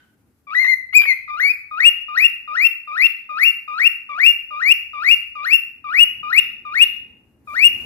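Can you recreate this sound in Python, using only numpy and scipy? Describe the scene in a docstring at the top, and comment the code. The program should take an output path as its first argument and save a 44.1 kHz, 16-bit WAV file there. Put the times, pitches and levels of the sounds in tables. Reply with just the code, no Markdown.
"""A bare, lively room: a cockatiel perched on a hand whistles three warbled notes, then a row of rising chirps.
The voice is a near sine with overtones, roughened by cracks and glides, close to the left of two microphone ports;
its loudest notes overload the left side. A noise tail dying band by band is the room, still ringing with an
earlier note at the start. Shaped noise makes the low rumble, rising and falling unevenly and loudest at the end,
and the faint hiss."""
import sys
import numpy as np
from scipy import signal
from scipy.fft import rfft, irfft, next_fast_len
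from scipy.io import wavfile
from scipy.ndimage import uniform_filter1d

SR = 44100
rng = np.random.default_rng(int(sys.argv[2]) if len(sys.argv) > 2 else 0)


def wrap_up_sound(samples):
    """Save the sound to the file named by the first command line argument, as 16-bit audio."""
    columns = np.atleast_2d(samples).T
    # keep every value between -1 and 1, then stretch to whole-number steps
    tamed = np.clip(columns, -1, 1)
    steps = np.round(tamed * 32767).astype(np.int16)
    wavfile.write(sys.argv[1], SR, steps)


N = 346185

# lift by windpipe, beak and microphone: f/Hz, gain/dB
TRACT_GAIN = [(2000, 45.5), (2800, 15.5), (3600, 7), (4500, 9), (6500, -6), (9000, -11), (11500, 11.5),
              (13000, 14.5), (15500, 4.5)]
# room bands: f/Hz, t60/s, tail level/dB
ROOM_BANDS = [(795, 0.35, -8.5), (1670, 0.56, -11.5), (2800, 0.53, -12.5), (5070, 0.44, -14),
              (12000, 0.34, -7.5)]


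def from_db(db):
    """Decibels to gain."""
    return 10 ** (np.asarray(db) / 20)


def rms_one(x):
    """Scale to rms 1."""
    return x / np.sqrt(np.mean(x ** 2) + 1e-20)


def at_hz(points, hz, axis=1):
    """Read a table column on a log-frequency axis."""
    table = np.array(points)
    return np.interp(np.log(np.maximum(hz, 1)), np.log(table[:, 0]), table[:, axis])


def drift(rate_hz):
    """Slow chance: noise twice through a one-pole low-pass, rms 1."""
    r = np.exp(-2 * np.pi * rate_hz / SR)
    noise = rng.standard_normal(N + SR)
    return rms_one(signal.lfilter([1], [1, -2 * r, r * r], noise)[SR:])  # settled part


def coloured_noise(spectrum):
    """Stereo noise of a given spectrum, its sides correlated in the bass, rms 1."""
    # left-right correlation: f/Hz, correlation/1
    likeness = [(60, 1), (300, 0.7), (700, 0.75), (1500, 0.037), (15000, 0)]
    hz = np.arange(N // 2 + 1) * SR / N
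    mid, side = rfft(rng.standard_normal((2, N))) * from_db(at_hz(spectrum, hz))
    alike = np.clip(at_hz(likeness, hz), -1, 1)
    stereo = np.sqrt(1 + alike) * mid + np.sqrt(1 - alike) * side * [[1], [-1]]
    return rms_one(irfft(stereo, N))


def earlier_ring():
    """Room ring of a note that has just ended: narrow noise bands dying at the room's t60."""
    # f/Hz, width/Hz, starting level/dB
    ring_bands = [(1518, 78, -55.5), (2060, 170, -73.5), (3020, 250, -65)]
    t = np.arange(N) / SR
    out = 0
    for hz, width_hz, db in ring_bands:
        r = np.exp(-np.pi * width_hz / SR)
        resonator = [1, -2 * r * np.cos(2 * np.pi * hz / SR), r * r]
        ring = signal.lfilter([1, 0, -1], resonator, rng.standard_normal((2, N)))
        out = out + from_db(db - 60 * t / at_hz(ROOM_BANDS, hz)) * rms_one(ring)
    return out


def rumble():
    """One coloured noise split near 140 Hz; hum and upper rumble rise and fall apart."""
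    # levels ahead of the port gain: t/s, low hum/dB, upper rumble/dB
    levels = [(0.0, -75, -63.5), (1.2, -66.5, -69.5), (2.3, -74, -67.5), (2.9, -76.5, -73), (3.4, -81, -66),
              (4.6, -71.5, -68.5), (5.1, -63.5, -68.5), (5.6, -67.5, -69), (6.2, -68, -58),
              (7.37, -65.5, -59.5), (7.85, -61, -48)]
    # relative spectrum: f/Hz, density/dB per Hz
    colour = [(12, -48.5), (20, -22.5), (75, 7), (173, -12), (248, -8), (549, -25.5), (677, -28),
              (835, -26.5), (1010, -32.5), (2820, -39), (3000, -51.5), (3900, -85.5), (6600, -120)]
    t_s, hum_db, upper_db = np.transpose(levels)
    t = np.arange(N) / SR
    noise = coloured_noise(colour)
    hum = signal.sosfiltfilt(signal.butter(2, 140, fs=SR, output="sos"), noise)
    hum_gain = from_db(np.interp(t, t_s, hum_db) + .8 * drift(6))
    upper_gain = from_db(np.interp(t, t_s, upper_db) + 1.3 * drift(6))
    return hum_gain * rms_one(hum) + upper_gain * rms_one(noise - hum)


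def faint_hiss():
    """Coloured noise of slowly wavering level, setting in louder near the end."""
    # level ahead of the port gain: t/s, level/dB
    levels = [(0, -72), (7.44, -75), (7.5, -57), (7.85, -51)]
    # relative spectrum: f/Hz, density/dB per Hz
    colour = [(300, -15), (600, 0), (1500, 2), (3000, -7.5), (5000, -7.5), (8000, -7), (12000, -3),
              (15500, -9)]
    level_db = np.interp(np.arange(N) / SR, *np.transpose(levels)) + 1.5 * drift(12)
    return from_db(level_db) * coloured_noise(colour)


def overtones(phase, pitch, level_db, bright_db, strain):
    """Harmonics lifted by tract and effort; the higher, the more flicker and noise in amplitude and phase."""
    # source: multiple/1, amplitude ahead of tract and effort/dB
    source = [(2, -29.5), (3, -28.5), (4, -37), (5, -37.5), (6, -46), (7, -54)]
    EFFORT_SHARE = .08  # overtone dB per dB of level
    FLICKER_DB = .75  # per multiple at strain 1
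    out = 0
    for k, source_db in source:
        tract_db = at_hz(TRACT_GAIN, k * pitch)
        flicker_db = FLICKER_DB * strain * k * drift(52)
        lift = from_db(source_db + bright_db + tract_db + EFFORT_SHARE * level_db + flicker_db)
        grain = 1 + .17 * strain * k * drift(160)
        tone = np.sin(k * phase + .15 * strain * k * drift(150))
        out = out + lift * (k * pitch < SR / 2.3) * grain * tone
    return out


def membrane_shake(t, glide, cracks, cracking):
    """Cracks and fast glides shake the membranes: modulation that puts side tones round every line."""
    RASP_DB, GLIDE_RASP = -57.5, .00044  # steady rasp; extra gain per octave/s
    FLUTTER_HZ = 750
    low_pass = signal.butter(4, 1100, fs=SR, output="sos")
    noise = rms_one(signal.sosfilt(low_pass, rng.standard_normal(N)))
    flutter = np.sin(2 * np.pi * FLUTTER_HZ * t) + .9 * noise
    crack_gain = np.dot(from_db([row[2] for row in cracks]), cracking)
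    return (from_db(RASP_DB) + GLIDE_RASP * glide) * noise + crack_gain * flutter


def breath_noise():
    """Air noise above 5.5 kHz through the tract, rms 1."""
    hz = np.arange(N // 2 + 1) * SR / N
    white = rfft(rng.standard_normal(N))
    return rms_one(irfft(white * from_db(at_hz(TRACT_GAIN, hz)) * (hz > 5500), N))


def bird():
    """Syrinx: a near sine along pitch and level contours, with overtones, membrane shake and breath."""
    # three warbled notes, a curve each: t/s, pitch/Hz, level/dB
    warbles = [
        [(0.469, 1190, -44.5), (0.474, 1193, -36.5), (0.498, 1133, -33.5), (0.534, 1317, -22),
         (0.545, 1640, -25), (0.554, 1923, -13.5), (0.584, 2010, -6.5), (0.618, 2115, -10.5),
         (0.662, 1998, -14), (0.698, 2116, -9), (0.742, 2032, -9), (0.751, 2030, -44)],
        [(0.927, 2094, -26), (0.932, 2055, -26), (0.946, 2292, -14), (0.957, 2475, -2.5), (0.972, 2500, 0.2),
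         (0.99, 2360, -6), (1.018, 2390, -8.5), (1.032, 2313, -24), (1.056, 2353, -21.5), (1.068, 2204, -20.5),
         (1.084, 2210, -8.5), (1.114, 2050, -7), (1.13, 2065, -12.5), (1.14, 2067, -25.5)],
        [(1.279, 1260, -34), (1.304, 1189, -25.5), (1.364, 1227, -26), (1.396, 1464, -22), (1.404, 1844, -14.5),
         (1.436, 2204, -9.5), (1.462, 2262, -10.5), (1.488, 2280, -11.5), (1.506, 2460, -10),
         (1.516, 2475, -11.5), (1.525, 2510, -41)],
    ]
    # chirps: start/s, leap/s, crest/s, end/s, dip/Hz, bend/Hz, mid-climb/Hz, top/Hz, low/dB, landing/dB,
    # mid-climb/dB, top/dB, closing/dB, crack flutter gain/dB, overtone and breath offset/dB
    chirp_rows = [ (1.711, 1.798, 1.861, 1.899, 1218, 1294, 2230, 2846, -26.5, -10, -12.5, -0.9, -3, -41.5, -3.5),
                  (2.083, 2.171, 2.248, 2.274, 1175, 1244, 2335, 2800, -28.5, -10.5, -10.5, -3.5, -4.5, -34, -2.5),
                  (2.476, 2.565, 2.65, 2.68, 1190, 1268, 2185, 2740, -27, -12, -13.5, -5.5, -5.5, -32.5, -2),
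                  (2.874, 2.974, 3.046, 3.08, 1179, 1275, 2120, 2745, -28, -16, -11, -4.5, -15.5, -17, -1.6),
                  (3.291, 3.393, 3.458, 3.516, 1207, 1256, 2200, 2778, -27, -16.5, -11, -7, -16, -35.5, -1.2),
                  (3.678, 3.795, 3.862, 3.886, 1192, 1308, 2243, 2793, -26.5, -15.5, -10.5, -5, -5, -40, -0.9),
                  (4.091, 4.195, 4.268, 4.336, 1128, 1267, 2300, 2800, -27.5, -14, -9, -4.5, -19.5, -32, -1.2),
                  (4.507, 4.618, 4.72, 4.736, 1179, 1245, 2252, 2801, -27.5, -14, -11, -3.5, -8.5, -55, -1.3),
                  (4.933, 5.04, 5.115, 5.153, 1153, 1257, 2201, 2803, -28, -15.5, -10, -4.5, -5.5, -41, 0.2),
                  (5.353, 5.462, 5.536, 5.571, 1156, 1230, 2212, 2788, -29, -17, -15, -5, -7.5, -43.5, 0.9),
                  (5.842, 5.937, 6.012, 6.045, 1155, 1303, 2343, 2910, -27, -13.5, -9.5, -1.4, -1.5, -42, -2.5),
                  (6.23, 6.324, 6.386, 6.407, 1200, 1274, 2190, 2790, -26.5, -9.5, -12.5, -1.2, -9.5, -21.5, -2),
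                  (6.65, 6.751, 6.824, 6.848, 1169, 1245, 2333, 2838, -29.5, -16, -10.5, -1.5, -6, -17, -1.5),
                  (7.473, 7.56, 7.654, 7.690, 1163, 1197, 2342, 2850, -31.5, -16.5, -11.5, -0.1, -9.5, -39, -1),
                  ]
    # cracks in the warbles: t/s, length/s, flutter gain/dB, pitch sag/share
    warble_cracks = [(.628, .008, -26, .04), (.648, .010, -18, .07), (.664, .010, -19, .08),
                     (.747, .010, -22, .06), (.936, .014, -12, .02), (1.020, .014, -14, 0),
                     (1.038, .020, -5, 0), (1.057, .014, -8, .23), (1.128, .010, -24, 0)]
    CLOSING_CRACK_S = .022
    PITCH_WAVER, GLIDE_PITCH_WAVER = .003, .0013  # share; extra share per octave/s
    LEVEL_WAVER_DB, GLIDE_LEVEL_WAVER_DB = .6, .13  # held note; extra per octave/s
    BREATH_DB, HALF_TONE_DB = -47, -61.5
    t = np.arange(N) / SR
    notes = warbles + [chirp(*row[:13]) for row in chirp_rows]
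    cracks = warble_cracks + [(row[3] - CLOSING_CRACK_S / 2, CLOSING_CRACK_S, row[13], 0) for row in chirp_rows]

    t_s, hz, db = np.concatenate([np.array(note) for note in notes]).T
    contour = np.interp(t, t_s, hz)
    within = [(t >= note[0][0]) & (t <= note[-1][0]) for note in notes]
    sounding = uniform_filter1d(uniform_filter1d(1. * sum(within), size=60), size=60)
    bright_db = np.dot([row[14] for row in chirp_rows], within[len(warbles):])
    cracking = np.array([np.exp(-2 * ((t - row[0]) / (row[1] / 2)) ** 2) for row in cracks])
    sag = np.dot([row[3] for row in cracks], cracking)

    glide = uniform_filter1d(np.abs(np.gradient(np.log2(contour))) * SR, size=200)  # octaves/s
    capped_glide = np.minimum(glide, 8)
    waver = PITCH_WAVER + GLIDE_PITCH_WAVER * capped_glide  # sweeps climb unevenly
    pitch = contour * (1 - sag + waver * drift(49) + .0015 * drift(200))
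    level_waver_db = (LEVEL_WAVER_DB + GLIDE_LEVEL_WAVER_DB * capped_glide) * drift(70)
    level_db = uniform_filter1d(np.interp(t, t_s, db), size=60) + level_waver_db
    strain = .2 + .14 * np.minimum(uniform_filter1d(glide, size=900), 8)  # held notes are cleaner

    phase = 2 * np.pi * np.cumsum(pitch) / SR
    tone = np.sqrt(2) * np.sin(phase) + overtones(phase, pitch, level_db, bright_db, strain)
    shaken = tone * (1 + membrane_shake(t, glide, cracks, cracking))
    breath = from_db(BREATH_DB + bright_db) * breath_noise()
    voice = from_db(level_db) * (shaken + breath)
    # unsteady tone an octave down, independent of the note's level
    half_gain = from_db(HALF_TONE_DB + 5.7 * drift(30)) * (1 + .5 * drift(120))
    voice += half_gain * np.sin(phase / 2)
    return signal.sosfilt(signal.butter(4, 500, "high", fs=SR, output="sos"), sounding * voice)


def chirp(start, leap, crest, end, dip_hz, bend_hz, mid_hz, top_hz, low_db, landing_db, mid_db, top_db, closing_db):
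    """Turning points (t/s, f/Hz, level/dB): soft low dip, bend up, leap to the upper voice, climb, release."""
    START_HZ, BEND_TOP_HZ, LEAP_HZ, LANDING_HZ = 1225.2, 1455, 1773, 1855
    landing, closing = leap + .007, end - .0076
    dip = start + .42 * (leap - start)
    closing_hz = top_hz * .99
    return [
        (start, START_HZ, low_db - 7),
        (start + .005, START_HZ, low_db),
        (dip, dip_hz, low_db),
        (leap - .022, bend_hz, low_db + 2.5),
        (leap - .0067, BEND_TOP_HZ, low_db + 8.5),
        (leap, LEAP_HZ, -22.5),
        (landing, LANDING_HZ, landing_db),
        ((landing + crest) / 2, mid_hz, mid_db),
        (crest, top_hz * .98, top_db + .5),
        ((crest + closing) / 2, top_hz, top_db),
        (closing, closing_hz, closing_db),
        (end, closing_hz, closing_db - 28),
    ]


def heard_in_room(voice):
    """Direct sound at both ports plus a noise tail dying band by band, its own on each side."""
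    # right port re left for the near bird: f/Hz, gain/dB, lag/rad
    right_port = [(585, -6.5, 0.26), (1620, -5.5, 1.82), (2450, -11, 2.02), (4900, -11.5, 3.0),
                  (8450, -1.5, 1.7), (11800, -6.5, 4.77), (15000, -3.5, 1.7)]
    ROOM_RIGHT_DB, ROOM_ONSET_S = -3, .0024
    size = next_fast_len(N + SR)
    hz = np.arange(size // 2 + 1) * SR / size
    t = np.arange(SR) / SR
    right = from_db(at_hz(right_port, hz)) * np.exp(-1j * at_hz(right_port, hz, axis=2))
    white = rfft(rng.standard_normal((2, SR)))
    log_bands = np.log([row[0] for row in ROOM_BANDS])
    log_hz = np.log(np.arange(1, SR // 2 + 2))
    tail = 0
    for k, (_, t60_s, room_db) in enumerate(ROOM_BANDS):
        share = np.interp(log_hz, log_bands, np.arange(len(ROOM_BANDS)) == k)  # crossfaded band
        decay = from_db(-60 * t / t60_s) * (1 - np.exp(-t / ROOM_ONSET_S))  # echoes thicken at first
        band = irfft(white * share, SR)
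        tail = tail + from_db(room_db) * band * decay / np.sqrt(np.sum(decay ** 2))
    tail = rfft(tail * from_db([[0], [ROOM_RIGHT_DB]]), size)
    direct = [np.ones_like(right), right]
    return irfft(rfft(voice, size) * (tail + direct), size)[:, :N]


def scene():
    """Bird and earlier ring in the room over rumble and hiss."""
    port_gain = from_db([[.8], [-.8]])  # dB, left and right
    background = (rumble() + faint_hiss()) * port_gain
    return earlier_ring() + heard_in_room(bird()) + background


def record(dry):
    """Overload: a sharp knee flattens peaks, a slight square-law bend thumps in the bass; the top is cut."""
    OVERLOAD, KNEE = .95, 14.0  # ceiling amplitude, sharpness
    LOPSIDED = .0023
    CUTOFF_HZ = 15560
    flat = dry / (1 + np.abs(dry / OVERLOAD) ** KNEE) ** (1 / KNEE)
    flat = flat - LOPSIDED * flat ** 2
    return signal.sosfilt(signal.ellip(14, .5, 90, CUTOFF_HZ, fs=SR, output="sos"), flat)


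dry = scene()
out = record(dry)
wrap_up_sound(out)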